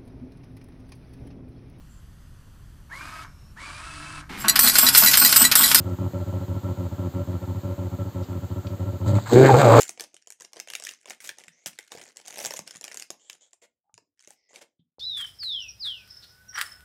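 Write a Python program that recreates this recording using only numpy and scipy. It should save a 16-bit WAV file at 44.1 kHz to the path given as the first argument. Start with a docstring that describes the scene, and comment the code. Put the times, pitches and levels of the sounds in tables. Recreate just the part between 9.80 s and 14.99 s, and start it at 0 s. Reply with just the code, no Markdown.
"""A small room: close to the microphone, two hands tear open a foil pack of cards over a table.
Each squeeze brings a fine crackle, and creases in the foil buckle with sharp snaps.
The seam rips in short runs of tiny breaks, and fingers or cards rub against the wrapper.
Then the stack of cards slides out with a scrape, a few last ticks and soft knocks."""
import sys
import numpy as np
from scipy import signal
from scipy.fft import rfft, irfft
from scipy.io import wavfile
from scipy.ndimage import uniform_filter1d, map_coordinates

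SR = 44100
rng = np.random.default_rng(int(sys.argv[2]) if len(sys.argv) > 2 else 0)


def master_out(mix):
    """Clip the mix to full scale and print it as 16-bit PCM to the path in sys.argv[1]."""
    frames = np.transpose(np.atleast_2d(mix))
    ceiling = np.clip(frames, -1, 1)
    pcm = np.round(ceiling * 32767).astype(np.int16)
    wavfile.write(sys.argv[1], SR, pcm)


N = 229055

# Tone of the foil's tiny faces, its broad panels and the whole pouch: (pitch [Hz], level [dB])
FACET_TONE = [(2500, -35), (4000, -9.5), (5300, 0), (7200, 0.5), (9500, -4), (12000, -9), (15500, -11)]
PANEL_TONE = [(700, -19), (1200, -11), (1750, 0), (2900, 0), (3900, -2.5), (6000, -31)]
POUCH_TONE = [(40, -35), (120, -11), (280, -4.5), (520, 0), (800, 0), (1150, -3.5), (2200, -36.5)]
# Creases that buckle: (time [s], base level [dB], ring pitch [Hz], pop compared with base level [dB])
SNAPS = [(0.0088, -15.5, 7400, -31), (0.013, -18.5, 7000, -36), (0.0189, -13, 7200, -43),
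         (0.0312, -14, 7460, -35), (0.0791, -26, 7300, -42), (0.0922, -17.5, 6360, -25.5),
         (0.1072, -31.5, 8400, -34), (0.1754, -37.5, 2290, -13), (0.1973, -21.5, 4410, -26),
         (0.2076, -19, 6030, -24.5), (0.2389, -29.5, 5540, -21), (0.343, -34, 6700, -25),
         (0.3658, -36, 3100, -42), (0.423, -44.5, 5700, -61), (0.4727, -31, 6900, -23),
         (0.5034, -27, 6900, -33), (0.5226, -30.5, 7130, -40), (0.5999, -38, 6780, -28.5),
         (0.6076, -30.5, 6050, -20), (0.6203, -29, 6800, -30), (0.648, -30, 5580, -24.5),
         (0.7325, -30.5, 5580, -25.5), (0.7676, -33, 4650, -18.5), (0.7999, -19.0, 5270, -31.5),
         (0.8741, -33, 2370, -15), (0.885, -29, 2680, -30.5), (0.9012, -23, 2900, -28),
         (0.9353, -21.5, 2730, -33.5), (0.9519, -15, 2840, -32), (0.9987, -27, 5560, -20.5),
         (1.0231, -27.5, 5400, -22), (1.0378, -24.5, 8240, -48), (1.0502, -21.5, 5600, -35.5),
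         (1.0691, -19.5, 1900, -51.5), (1.0904, -20.5, 2720, -37), (1.1366, -33.5, 6300, -34.5),
         (1.2568, -32.0, 2670, -16.5), (1.2981, -25.5, 8350, -28), (1.306, -22.5, 2220, -20.5),
         (1.4033, -32, 2280, -32.5), (1.474, -25, 6730, -40.5), (1.4915, -17.5, 1930, -36),
         (1.5851, -30.5, 6290, -21), (1.6376, -35.5, 1900, -30), (1.6815, -30.5, 1990, -37),
         (1.86, -18, 5600, -22.5), (1.9881, -23, 2080, -24.5), (2.1189, -25.5, 3680, -17.5),
         (2.214, -32.5, 2350, -27), (2.3696, -26, 7600, -41), (2.4612, -33.5, 6960, -24),
         (2.4747, -28.5, 5860, -34.5), (2.4811, -24.5, 6600, -22.5), (2.5062, -27.5, 6590, -26),
         (2.574, -28, 6180, -31), (2.5893, -22, 5150, -20), (2.6016, -22, 6350, -31),
         (2.6494, -15, 5380, -22), (2.6582, -14.5, 6700, -22.5), (2.6653, -17, 7750, -33.5),
         (2.7074, -19.5, 5300, -15.5), (2.7379, -21.5, 6400, -14.5), (2.7634, -28.5, 6600, -30),
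         (2.7697, -22, 6960, -38), (2.791, -20.0, 6310, -18), (2.8761, -25.5, 5400, -36),
         (2.9086, -26.0, 5130, -30), (2.9517, -34.5, 1770, -26), (2.959, -30, 6470, -26),
         (2.9684, -29.5, 7000, -33), (3.011, -26, 7250, -23.5), (3.0412, -21, 5770, -26.5),
         (3.0493, -27.5, 7060, -27), (3.0796, -26, 2280, -21.5), (3.115, -30, 1840, -32),
         (3.1205, -29.5, 5670, -41), (3.1437, -25.5, 8400, -21), (3.1721, -20, 7500, -40),
         (3.1975, -23.0, 6700, -36), (3.223, -23.0, 4770, -41.5), (3.3033, -19.5, 6560, -19),
         (3.4983, -23.5, 2980, -36.5), (3.5299, -33, 7050, -30), (3.732, -36.5, 7300, -25),
         (4.1413, -37, 6870, -43), (4.1782, -36.5, 5000, -15.5), (4.3933, -43.5, 5300, -60),
         (4.4077, -42.5, 6680, -60), (4.4475, -43.0, 6240, -37), (4.4742, -33.5, 6460, -20),
         (4.5054, -34, 8100, -18.5), (4.759, -30, 2400, -34)]


def snaps(broad_below_hz=3830, facet_keeps_db=-4.5):
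    """At each snap a tiny face of foil pings, the panels ring and the pouch gives a hollow pop."""
    _, db, ring_hz, pop_db = np.transpose(SNAPS)
    # A crease that rings low is a broad one: its energy shifts from the tiny faces to the panels.
    broad = 1 / (1 + (ring_hz / broad_below_hz) ** 3.53)
    facet_db = db - 12.5 + 10 * np.log10(1 - broad + broad * from_db(facet_keeps_db) ** 2)
    panel_db = db - 13.5 + 10 * np.log10(broad)
    pouch_db = db + pop_db - 0.5
    hollow_hz = rng.uniform(400, 800, len(SNAPS))
    facets = buckle(facet_db, ring_hz, FACET_TONE,
                    decay_s=0.0015, ring_gain=0.85, ring_s=0.00078, scatter=0.22, tones=40)
    panels = buckle(panel_db, ring_hz, PANEL_TONE,
                    decay_s=0.0012, ring_gain=0.45, ring_s=0.0012, scatter=0.2, tones=32)
    pouch = buckle(pouch_db, hollow_hz, POUCH_TONE,
                   decay_s=0.0018, ring_gain=0.09, ring_s=0.0036, scatter=0.03, tones=20)
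    return facets + panels + pouch


def buckle(levels_db, rings_hz, tone, decay_s, ring_gain, ring_s, scatter, tones,
           give_way_s=0.0001, snap_s=0.004):
    """One part of the wrapper at every snap: many short tones, one leading ring and noisy ripples."""
    out, colour = np.zeros(N), tone_filter(tone)
    for (start, base_db, _, _), db, hz in zip(SNAPS, levels_db, rings_hz):
        wave = crease(decay_s, tones)
        t = np.arange(len(wave)) / SR
        wave += ring_gain * np.sin(2 * np.pi * hz * t) * np.exp(-t / ring_s)
        wave += scatter * rng.standard_normal(len(t)) * np.exp(-t / (2 * decay_s))
        # The crease settles with a second, smaller step.
        step_gain, step_delay_s = rng.uniform(-0.8, 0.8), 0.0025 * rng.random()
        wave += step_gain * np.interp(t - step_delay_s, t, wave, left=0)
        wave *= 1 - np.exp(-t / give_way_s)
        wave = through(soften(wave, base_db), colour)
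        # Give it the energy of a steady sound that lasts snap_s at this level.
        add(out, start, from_db(db) * wave * np.sqrt(snap_s * SR / np.sum(wave ** 2)))
    return out


def crease(decay_s, tones, size=700):
    """A crease gives way and a patch of foil rings with tones of its own; the low ones last longer."""
    t = np.arange(size) / SR
    hz = np.exp(rng.uniform(np.log(280), np.log(16000), (tones, 1)))
    height = rng.choice([-1, 1], (tones, 1)) * (hz / 5000) ** 0.75
    life_s = decay_s / np.sqrt(hz / 5000)
    return np.sum(height * np.sin(2 * np.pi * hz * t) * np.exp(-t / life_s), axis=0) / np.sqrt(tones)


def soften(wave, db, top_hz=9500, top_at_db=-39, db_per_octave=28):
    """Weak snaps are slower, and so duller."""
    cutoff_hz = min(top_hz * 2 ** ((db - top_at_db) / db_per_octave), 0.45 * SR)
    return signal.lfilter(*signal.butter(4, cutoff_hz, fs=SR), wave)


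# Tone of the fine crackle: (pitch [Hz], level [dB])
CRACKLE_TONE = [(600, -15), (1200, -6.5), (2000, 1.5), (4000, -6.5), (6500, 0), (9500, -4.5), (12500, -8.5),
                (15500, -13.5)]


def crinkle(count=1300, range_db=22, rustle=0.27, crowding=0.35, dull_hz=9500, crisp_db=-44):
    """Small creases give way at random, more often under a hard squeeze; they also shake the pouch."""
    crackle_gain, flex_gain = squeezes()
    density, ticks = crackle_gain ** crowding, np.zeros(N)
    share_done = np.cumsum(density) / np.sum(density)
    for turn, weakness in rng.random((count, 2)):
        start = np.searchsorted(share_done, turn) / SR
        add(ticks, start, from_db(-range_db * weakness) * crease(decay_s=0.0009, tones=9, size=360))
    ticks = rms_one(ticks / np.sqrt(density + np.mean(density) / 2))  # even out the crowded moments
    ticks += rustle * rng.standard_normal(N)
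    crisp = rms_one(through(ticks, tone_filter(CRACKLE_TONE)))
    # Gentle handling sounds dull; only a hard squeeze brings out the highest treble.
    force = np.minimum(crackle_gain / from_db(crisp_db), 1)
    crackle = force * crisp + (1 - force) * rms_one(low_pass(crisp, dull_hz))
    flex = rms_one(through(ticks, tone_filter(POUCH_TONE)))
    return crackle * crackle_gain + flex * flex_gain


# Fingers squeeze or pull the wrapper: (time [s], length [s], crackle level [dB], flexing level [dB])
SQUEEZES = [(0.0, .04, -45, -56.5), (0.198, .045, -52, -54), (0.606, .04, -62.5, -67.5),
            (0.753, .05, -56, -59.5), (0.89, .11, -56, -64), (1.039, .08, -50, -66), (1.2, .05, -69, -80),
            (1.285, .035, -49, -58.5), (1.449, .055, -52, -59), (1.593, .06, -58, -64),
            (1.92, .16, -60, -85), (2.13, .1, -52, -57.5), (2.26, .045, -55, -62.5),
            (2.375, .06, -58, -63.5), (2.464, .1, -48.5, -56.5), (2.581, .095, -43.5, -49.5),
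            (2.7, .085, -46, -59), (2.865, .1, -55.5, -65.5), (3.037, .185, -54, -63),
            (3.32, .03, -64, -61.5), (3.501, .05, -66, -71), (4.4, .12, -67, -98), (4.728, .1, -63, -63)]


def squeezes(rise_s=0.013, fall_s=0.016):
    """How loudly the foil crackles and the pouch flexes as each squeeze swells, holds and lets go."""
    t, gains = np.arange(N) / SR, np.zeros((2, N))
    holding = (0, 3.72, -78.5, -88)  # the held pack stirs faintly until it is open
    for start, length, crackle_db, flex_db in [holding, *SQUEEZES]:
        grip = np.exp(np.minimum((t - start) / rise_s, 0) - np.maximum(t - start - length, 0) / fall_s)
        gains = np.maximum(gains, from_db([[crackle_db], [flex_db]]) * grip)
    return gains


# Short rips along the seam: (time [s], length [s], level [dB])
RIPS = [(0.0, 0.01, -34), (1.406, 0.029, -52), (1.44, 0.026, -46), (1.859, 0.016, -36.5),
        (2.6, 0.06, -48.5), (4.474, 0.06, -64.5)]


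def seam_rips(sharpness=0.17):
    """The seam parts in quick runs of tiny, sharp breaks."""
    breaks = signal.lfilter([1, -sharpness], 1, clicks(per_s=3200, spread_db=2.5))
    tearing = rms_one(through(breaks, tone_filter(CRACKLE_TONE)))
    return tearing * strokes(RIPS, rise_s=0.0024, fall_s=0.0097)


# Tone of a card or finger scraping the wrapper: (pitch [Hz], level [dB])
SCRAPE_TONE = [(150, -15), (480, 11), (1300, -5.5), (2100, 2.5), (4500, -3), (7500, -3), (11000, -10),
               (15000, -24)]
# Ringing rubs and scrapes of fingers or cards against the wrapper:
# (time [s], length [s], level [dB], low ring [Hz], high ring [Hz], glide [octaves/s])
RINGING_RUBS = [(1.715, 0.13, -66, 1880, 5800, 1.76), (3.392, 0.13, -62.5, 2970, 6900, 1.1),
                (3.605, 0.052, -60.5, 3190, 6850, 1.2), (3.814, 0.021, -62.5, 1990, 7100, 1),
                (4.04, 0.063, -83.5, 755, 777, 2.1), (4.521, 0.16, -75, 2150, 5560, -0.83),
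                (4.687, 0.025, -61.5, 1990, 6800, 0.091), (4.989, 0.014, -77, 3360, 3420, -0.21)]


def ringing_rubs(width_share=0.16, low_share=0.53, scuff=0.39, dull_hz=7500, size=16000):
    """Fingers or cards slip unevenly on the wrapper; two rings glide as it tightens or slackens."""
    slips, out = clicks(per_s=2600, spread_db=2.5), np.zeros(N)
    scrape = rms_one(low_pass(through(slips, tone_filter(SCRAPE_TONE)), dull_hz))
    for start, length, db, low_hz, high_hz, glide in RINGING_RUBS:
        low, high = (resonance(resonance(slips, hz, width_share * hz), hz, width_share * hz)
                     for hz in (low_hz, high_hz))
        rub = rms_one(low_share * rms_one(low) + rms_one(high) + scuff * low_pass(scrape, high_hz))
        # Playing the rub ever faster or slower bends it away from its starting pitch.
        read_at = start * SR / 2 + np.cumsum(2 ** (glide * np.arange(size) / SR))
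        loudness = strokes([(0, length, db)], rise_s=0.0061, fall_s=0.018)[:size]
        add(out, start, map_coordinates(rub, [read_at]) * loudness)
    return out


# Cards sliding against the wrapper: (time [s], length [s], level [dB])
SLIDES = [(3.817, 0.038, -60), (4.738, 0.049, -55), (4.811, 0.015, -49)]


def card_slides():
    """Card on foil slips thousands of times a second, which blurs into a broad scrape."""
    scrape = rms_one(through(clicks(per_s=8700, spread_db=0), tone_filter(SCRAPE_TONE)))
    return scrape * strokes(SLIDES, rise_s=0.0031, fall_s=0.0051)


# Soft knocks of fingers and cards: (time [s], level [dB], pitch [Hz], time to fade by 60 dB [s])
KNOCKS = [(0.092, -40, 363, 0.022), (0.34, -50, 402, 0.035), (0.766, -44, 441, 0.081),
          (1.493, -55, 110, 0.053), (1.676, -53, 166, 0.074), (1.864, -33.5, 211, 0.02),
          (2.15, -30, 477, 0.019), (2.17, -48, 153, 0.042), (2.661, -42, 152, .05),
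          (2.793, -34.5, 201, 0.031), (2.954, -43.5, 176, 0.033), (3.821, -56, 475, 0.095),
          (4.095, -58.5, 850, 0.028), (4.135, -61, 111, 0.15), (4.22, -65, 291, 0.097),
          (4.475, -45, 440, 0.022), (4.993, -50, 167, 0.05), (5.184, -37, 535, 0.014)]


def knocks(contact_cycles=0.44, overtone=1.4, overtone_db=-6, size=8000):
    """A soft bump rings two fading tones in the hand-held stack; deeper knocks start more slowly."""
    out, t = np.zeros(N), np.arange(size) / SR
    for start, db, hz, fade_s in KNOCKS:
        phase = 2 * np.pi * hz * t
        ring = np.cos(phase) + from_db(overtone_db) * np.cos(overtone * phase)
        contact = 1 - np.exp(-(t * hz / contact_cycles) ** 2)
        add(out, start, ring * from_db(db - 60 * t / fade_s) * contact)
    return out


# The room's echo: (pitch [Hz], level compared with the direct sound [dB], time to fade by 60 dB [s])
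ROOM_ECHO = [(151, -7, 0.33), (609, -15, 0.28), (2150, -8.5, 0.15), (7500, -17.5, 0.3), (13300, -7, 0.061)]


def room(x, wall_s=0.0085, wall_db=-15, size=22000):
    """A near wall answers first, then a blur of echoes fades, each octave at its own pace."""
    t, tail = np.arange(size) / SR, np.zeros(size)
    table, edges = np.array(ROOM_ECHO), np.geomspace(62, 16000, 9)
    for low, high in zip(edges, edges[1:]):
        centre = np.sqrt(low * high)
        fade = from_db(-60 * t / at_hz(table[:, [0, 2]], centre))
        noise = rng.standard_normal(size) * fade / np.sqrt(np.sum(fade ** 2))
        octave = signal.sosfilt(signal.butter(2, [low, high], "band", fs=SR, output="sos"), noise)
        tail += from_db(at_hz(table[:, [0, 1]], centre)) * octave
    tail[0] += from_db(wall_db)
    out = np.zeros(N)
    add(out, wall_s, through(x, tail))
    return out


# Tone of the microphone's hiss: (pitch [Hz], level [dB])
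HISS_TONE = [(30, 15.5), (150, 13), (1500, -2.5), (15000, -4)]


def hiss(db=-94):
    """The microphone adds a faint, steady noise of its own."""
    return from_db(db) * rms_one(through(rng.standard_normal(N), tone_filter(HISS_TONE)))


def noise_suppressor(x, below_db=-107, depth_db=-6.5, size=512):
    """Turns each narrow range of pitch down while it is very quiet, so faint tails end early."""
    bands = signal.stft(x, nperseg=size)[2]
    power = uniform_filter1d(np.abs(bands) ** 2, size=3, axis=-2)
    opened = power / (power + from_db(below_db) ** 2)
    return signal.istft(bands * from_db(depth_db * (1 - opened)), nperseg=size)[1][..., :N]


def clicks(per_s, spread_db):
    """Clicks at random moments; more spread makes a few stand out from the rest."""
    sizes = from_db(spread_db * np.minimum(rng.exponential(1, N), 4)) * rng.choice([-1, 1], N)
    return rms_one(sizes * (rng.random(N) < per_s / SR))


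def strokes(rows, rise_s, fall_s):
    """Loudness of short hand movements that start quickly, hold and die away."""
    t = np.arange(N) / SR
    return sum(from_db(db) * np.clip((t - start) / rise_s, 0, 1)
               * np.exp(-np.maximum(t - start - length, 0) / fall_s) for start, length, db in rows)


def tone_filter(tone, size=2048):
    """Turns a tone table into the promptest click with that tone (a minimum-phase filter)."""
    cepstrum = irfft(np.log(from_db(at_hz(tone, np.fft.rfftfreq(size, 1 / SR)))))
    cepstrum[1:size // 2] *= 2
    cepstrum[size // 2 + 1:] = 0
    return irfft(np.exp(rfft(cepstrum)))[:size // 2]


def through(x, impulse):
    """Passes a sound through a filter or room, given how that answers a single click."""
    return signal.fftconvolve(x, impulse)[:len(x)]


def resonance(x, hz, width_hz):
    """Keeps the sound near one pitch and weakens the rest."""
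    r = np.exp(-np.pi * width_hz / SR)
    feedback = [1, -2 * r * np.cos(2 * np.pi * hz / SR), r * r]
    return signal.lfilter(np.array([1, 0, -1]) * (1 - r * r) / 2, feedback, x)


def low_pass(x, hz):
    """Dulls the sound above a pitch."""
    return signal.sosfilt(signal.butter(2, min(hz, 0.45 * SR), fs=SR, output="sos"), x)


def at_hz(points, hz):
    """Reads between a table's rows, with pitch spaced in octaves."""
    return np.interp(np.log(hz + 1), np.log(np.array(points)[:, 0]), np.array(points)[:, 1])


def from_db(db):
    """Turns decibels into a multiplier."""
    return 10 ** (np.asarray(db) / 20)


def rms_one(x):
    """Scales a sound to an average strength (rms) of 1."""
    return x / np.sqrt(np.mean(x ** 2) + 1e-20)


def add(out, time_s, sound):
    """Mixes a sound in at a time."""
    start = int(np.clip(round(time_s * SR), 0, N - 1))
    out[start:start + len(sound)] += sound[:N - start]


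def scene():
    """Mixes it all; the foil's far side snaps with other tones, heard only through the room."""
    front, back = snaps(), snaps()
    handling = crinkle() + seam_rips() + ringing_rubs() + card_slides() + knocks()
    echoes = room(handling + front / np.sqrt(2)) + room(back / np.sqrt(2))
    return (front + handling + echoes + hiss())[None]


def record(dry, bass_hz=65, top_hz=16000):
    """The microphone loses deep bass, a suppressor holds down the hiss and the top treble is cut."""
    thin = signal.sosfilt(signal.butter(2, bass_hz, "high", fs=SR, output="sos"), dry)
    return signal.sosfilt(signal.ellip(10, 0.2, 80, top_hz, fs=SR, output="sos"), noise_suppressor(thin))


dry = scene()
out = record(dry)
master_out(out)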